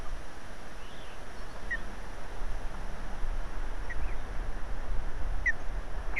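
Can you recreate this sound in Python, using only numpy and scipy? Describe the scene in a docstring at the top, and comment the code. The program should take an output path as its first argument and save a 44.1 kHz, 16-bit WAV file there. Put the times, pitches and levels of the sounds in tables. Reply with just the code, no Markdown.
"""A forest rushes steadily while small birds whistle faintly far below an osprey's treetop nest.
After an opening puff the wind calms; then its eddies buffet the microphone more and more.
From about 1.5 s, nest sticks rub as the osprey shifts its feet, and two faint low hums pass.
The osprey gives four short falling chirps, whistled by the two sides of its syrinx;
the last one, just after 6 s, throbs and sounds harsh."""
import sys
import numpy as np
from scipy import signal
from scipy.fft import rfft, irfft
from scipy.io import wavfile
from scipy.ndimage import uniform_filter1d

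SR = 44100
rng = np.random.default_rng(int(sys.argv[2]) if len(sys.argv) > 2 else 0)


def materialize(psi):
    """Save the field psi as 16-bit PCM at rate SR to the path in sys.argv[1].

    A 1-D psi becomes a single channel; in a 2-D psi each row is a channel.
    """
    bounded = np.clip(np.atleast_2d(psi).T, -1, 1)
    quanta = np.round(bounded * 32767).astype(np.int16)
    wavfile.write(sys.argv[1], SR, quanta)


N = 272979

# Each row: start in seconds, length in seconds, level in dB, first and last pitch in Hz, rise and fall
# in seconds, second voice's relative level in dB, its distance above the first in Hz, rasp from
# 0 to 1, octave overtone's relative level in dB.
OSPREY_CHIRPS = [(1.707, 0.053, -30.5, 1966, 1770, 0.0032, .010, -40, 422, 0.1, -32),
                 (3.8978, 0.035, -37, 1976, 1837, .003, 0.016, -19, 332, 0.32, -34),
                 (5.458, 0.054, -24, 2058, 1730, 0.0049, 0.019, -25.5, 445, 0.04, -36.5),
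                 (6.157, 0.046, -26.5, 2310, 1896, 0.044, 0.01, -11.5, 376, 0.67, -32)]
def osprey_chirp(length, db, start_hz, end_hz, rise, fall, second_db, apart_hz, rasp, octave_db,
                 throb_hz=172, swell_db=3, third_db=-47.0, sum_tone_db=-21):
    """Nonlinear mixing: the syrinx's two voices yield overtones and a sum tone, shaped by the throat."""
    t = np.arange(round(length * SR)) / SR
    u = t / length
    attack = np.sin(np.pi / 2 * np.minimum(t / rise, 1))
    release = np.sin(np.pi / 2 * np.minimum((length - t) / fall, 1))
    effort = attack * release * amp(-swell_db * (2 * u - 1) ** 2)
    hz = (start_hz + (end_hz - start_hz) * u) * (1 + 0.0023 * waver(len(t), 300))
    # Each throb raises pitch and amplitude together, which is heard as rasp.
    throb = phase_of(throb_hz * (1 + 0.15 * waver(len(t), 100)))
    first = phase_of(hz) + rasp * np.sin(throb)
    # The weaker voice is unsteady, which gives a hoarse edge.
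    second = first + phase_of(apart_hz * (1 + 0.32 * waver(len(t), 290)))
    voices = np.sin(first) * (1 + 0.39 * rasp * np.cos(throb)) + amp(second_db) * np.sin(second)
    # Upper partials flare as they glide through the throat's resonance.
    throat = dict(centre_hz=5850, half_width_hz=190, peak_db=22.4)
    third_gain = amp(third_db + resonance_db(3 * hz, **throat))
    sum_gain = amp(second_db + sum_tone_db + resonance_db(3 * hz + apart_hz, **throat))
    partials = (amp(octave_db) * np.sin(2 * first)
                + third_gain * np.sin(3 * first)
                + sum_gain * np.sin(2 * first + second))
    return np.sqrt(2) * amp(db) * effort * (voices + effort * partials)


# Each row: time of the peak in seconds, length in seconds, lift in dB.
WIND_GUSTS = [(.08, 0.23, 6), (2.5, 0.48, 6), (3.286, 0.25, 7.5), (4.02, 0.27, 7), (4.963, .24, 9)]
def gust_lift_db(rise_share=0.44):
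    """Amplitude modulation: each gust smoothly lifts the wind's level and lets it fall back."""
    lift = np.zeros(N)
    for peak, length, db in WIND_GUSTS:
        u = np.linspace(0, 1, round(length * SR))
        swell = np.sin(np.pi * np.interp(u, [0, rise_share, 1], [0, .5, 1])) ** 2
        add(lift, peak - rise_share * length, db * swell)
    return lift


# Each row: frequency in Hz, relative spectral density of the eddies in dB.
EDDY_SPECTRUM = [(3, -4.5), (9, 2.5), (16, 2.5), (26, -5), (40, -8), (55, -19), (75, -23.5), (100, -29),
                 (160, -39.5), (300, -61.5), (900, -78), (4000, -140)]
# Each row: time in seconds, level of the 20-110 Hz band in dB before gusts are added.
WIND_LEVELS = [(0.0, -40.5), (0.4, -50.5), (1.15, -49), (1.5, -42.5), (2.2, -44.5), (2.45, -39.5),
               (4.4, -36.5), (5.4, -33), (5.75, -38.5), (6.19, -39)]
def wind_buffet(steadiness=0.75, lumpy_db=1.5, small_eddy_hz=50):
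    """Turbulent pressure: eddies push on the microphone, and gusts stir up the small ones most."""
    eddies = noise(N, lambda f: amp(spectrum_db(EDDY_SPECTRUM, f)))
    power = uniform_filter1d(uniform_filter1d(eddies ** 2, size=SR // 8), size=SR // 16)
    eddies = eddies / power ** (steadiness / 2)  # evens out most chance swells
    eddies = eddies / band_rms(eddies, 20, 110)
    small = signal.sosfiltfilt(signal.butter(2, small_eddy_hz, "high", fs=SR, output="sos"), eddies)
    large = eddies - small
    gust_db = gust_lift_db()
    strength = amp(follow(WIND_LEVELS) + gust_db + lumpy_db * waver(N, 5))
    return strength * (large + small * amp(0.08 * gust_db))


# Each row: start in seconds, length in seconds, level in dB, centre frequency in Hz.
STICK_RUSTLES = [(1.552, 0.05, -48.5, 680), (2.741, 0.025, -48.5, 920), (4.349, 0.037, -55, 1500),
                 (6.133, 0.037, -46, 1040)]
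def stick_rustle(length, db, centre_hz, sharpness=2.05):
    """Friction: dry sticks rub, making a dull band of noise that starts fast and dies away."""
    u = np.linspace(0, 1, round(length * SR))
    scrape = noise(len(u), lambda f: 1 / (1 + (sharpness * np.log((f + 1) / centre_hz)) ** 4))
    envelope = np.minimum(10 * u, 1) * (1 - u)
    return amp(db) * unit(scrape * envelope)


# Each row: start in seconds, length in seconds, level in dB before the loss through the forest,
# first, middle and last pitch in Hz, warble as a share of the pitch.
SONGBIRD_NOTES = [(.055, 0.02, -44.5, 1230, 1204, 1180, .002),
                  (0.771, 0.16, -57.5, 2490, 2874, 2920, 0.032),
                  (0.876, 0.18, -57.5, 3165, 3380, 3290, 0.051),
                  (0.982, 0.2, -56.5, 3400, 2900, 2790, 0.066), (1.358, 0.089, -62, 5380, 5470, 5490, .003),
                  (1.363, 0.04, -63, 4300, 4360, 4300, .003), (1.485, 0.048, -62, 4100, 4400, 4500, .004),
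                  (1.685, 0.14, -58, 2750, 3030, 3680, 0.016), (3.825, .045, -63, 5600, 5510, 5400, .003),
                  (4.011, 0.046, -55.5, 2270, 2510, 2840, .025),
                  (4.072, 0.037, -49.5, 2690, 2430, 2300, 0.014),
                  (4.109, 0.029, -48, 2260, 2050, 1920, 0.016), (4.168, 0.067, -65, 3820, 3650, 3630, .002),
                  (5.596, .032, -64, 6350, 6400, 6520, .003)]
def songbird_note(length, db, start_hz, middle_hz, end_hz, warble):
    """Frequency modulation: a small bird's whistle warbles at random about a parabolic glide."""
    u = np.linspace(0, 1, round(length * SR))
    glide_hz = np.polyval(np.polyfit([0, .5, 1], [start_hz, middle_hz, end_hz], 2), u)
    hz = glide_hz * (1 + warble * waver(len(u), 200))
    return amp(db) * tapered_tone(hz)


# Each row: start in seconds, length in seconds, level in dB, pitch in Hz.
FAR_HUMS = [(1.55, 0.496, -58.5, 205.2), (2.65, 0.55, -58, 194.7)]
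def far_hum(length, db, hz):
    """A nearly pure tone: low and slightly unsteady in pitch, it swells and fades."""
    drift = 0.0061 * waver(round(length * SR), 19)
    return amp(db) * tapered_tone(hz * (1 + drift))


# Each row: frequency in Hz, relative spectral density of rush and hiss in dB.
FOREST_SPECTRUM = [(20, 15), (120, 3), (300, 0.5), (450, 0), (680, 1.5), (1200, -3.5), (1700, -2.5),
                   (2300, -14), (3100, -16.5), (4400, -24.5), (6000, -26), (7200, -31.5), (8600, -35),
                   (13800, -39.5)]
# Each row: resonant frequency of the microphone's housing in Hz, half width in Hz, lift in dB.
HOUSING_RESONANCES = [(5705, 440, 6), (9970, 560, 12.5)]
# Each row: time in seconds, level of the rush between 300 and 1500 Hz in dB.
RUSH_LEVELS = [(0.0, -50), (0.32, -51), (3.29, -48), (5.79, -49), (6.1, -47.5)]
# Each row: time in seconds, level of the hiss between 7 and 12 kHz in dB.
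HISS_LEVELS = [(0.0, -67.5), (2.2, -67.5), (4.8, -70.5), (6.1, -70.5)]
def forest_rush(split_hz=3000, flutter_db=0.47):
    """Broadband noise: leaves and needles rush in the breeze, with the microphone's hiss above them."""
    def colour(f):
        housing_db = sum(resonance_db(f, *row) for row in HOUSING_RESONANCES)
        return amp(spectrum_db(FOREST_SPECTRUM, f) + housing_db)
    rush = noise(N, lambda f: colour(f) / np.sqrt(1 + (f / split_hz) ** 4))
    hiss = noise(N, lambda f: colour(f) / np.sqrt(1 + (split_hz / (f + 1)) ** 4))
    rush *= amp(follow(RUSH_LEVELS) + flutter_db * waver(N, 13)) / band_rms(rush, 300, 1500)
    hiss *= amp(follow(HISS_LEVELS)) / band_rms(hiss, 7000, 12000)
    return rush + hiss


def tree_echo(x, t60, returns_per_s=2000):
    """Scattering: the trees send back many reflections, which decay by 60 dB in t60 seconds."""
    t = np.arange(SR) / SR
    returns = rng.standard_normal(SR) * (rng.random(SR) < returns_per_s / SR) * (t > .004)
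    tail = returns * amp(-60 * t / t60)
    return signal.fftconvolve(x, tail / np.linalg.norm(tail))[:N]


def resonance_db(hz, centre_hz, half_width_hz, peak_db):
    """Resonance: a bell-shaped lift in dB around a centre frequency."""
    return peak_db / (1 + ((hz - centre_hz) / half_width_hz) ** 2)


def phase_of(hz):
    """Phase is the time integral of angular frequency."""
    return 2 * np.pi * np.cumsum(hz) / SR


def tapered_tone(hz):
    """A sinusoid of rms 1 that follows a pitch curve, fading in and out."""
    return unit(np.sin(phase_of(hz)) * signal.windows.tukey(len(hz), .5))


def noise(size, gain):
    """Spectral shaping: white noise weighted by gain(Hz), at rms 1."""
    hz = np.fft.rfftfreq(size, 1 / SR)
    return unit(irfft(rfft(rng.standard_normal(size)) * gain(hz), size))


def waver(size, hz):
    """Random fluctuation of rms near 1, rolling off above the given rate."""
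    return noise(size + SR // 4, lambda f: 1 / (1 + (f / hz) ** 4))[:size]


def band_rms(x, lo, hi):
    """Parseval's theorem gives the rms between two frequencies."""
    hz = np.fft.rfftfreq(len(x), 1 / SR)
    band = rfft(x)[(hz > lo) & (hz < hi)]
    return np.sqrt(2 * np.sum(abs(band) ** 2)) / len(x)


def amp(db):
    """Decibels to amplitude ratio."""
    return 10 ** (np.asarray(db) / 20)


def unit(x):
    """Normalisation to rms 1."""
    return x / np.sqrt(np.mean(x ** 2) + 1e-20)


def spectrum_db(points, hz):
    """Interpolation of a spectrum on a log-frequency axis."""
    f, db = np.transpose(points)
    return np.interp(np.log(hz + 1), np.log(f + 1), db)


def follow(curve):
    """Linear interpolation of a time curve at every sample."""
    return np.interp(np.arange(N) / SR, *np.transpose(curve))


def add(mix, start, sound):
    """Adds a sound from its start in seconds, or from zero if that is negative."""
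    part = mix[max(round(start * SR), 0):][:len(sound)]
    part += sound[:len(part)]


def play(source, rows):
    """Sounds a source once for each row of its table."""
    mix = np.zeros(N)
    for start, *row in rows:
        add(mix, start, source(*row))
    return mix


def scene():
    """Superposition: the near osprey is almost dry; the far songbirds carry more reverberation."""
    osprey = play(osprey_chirp, OSPREY_CHIRPS)
    song = play(songbird_note, SONGBIRD_NOTES)
    near = osprey + amp(-35) * tree_echo(osprey, t60=.35) + play(stick_rustle, STICK_RUSTLES)
    far = amp(-3.0) * song + amp(-9.5) * tree_echo(song, t60=0.53) + play(far_hum, FAR_HUMS)
    return (near + far + wind_buffet() + forest_rush())[None]


def record(dry, cutoff_hz=13900, offset=.0216):
    """Band limiting: a steep low-pass cuts the top treble; the converter adds a constant offset."""
    low_pass = signal.firwin(1023, cutoff_hz, window=("kaiser", 9), fs=SR)
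    return signal.oaconvolve(dry, low_pass[None], "same") + offset


dry = scene()
out = record(dry)
materialize(out)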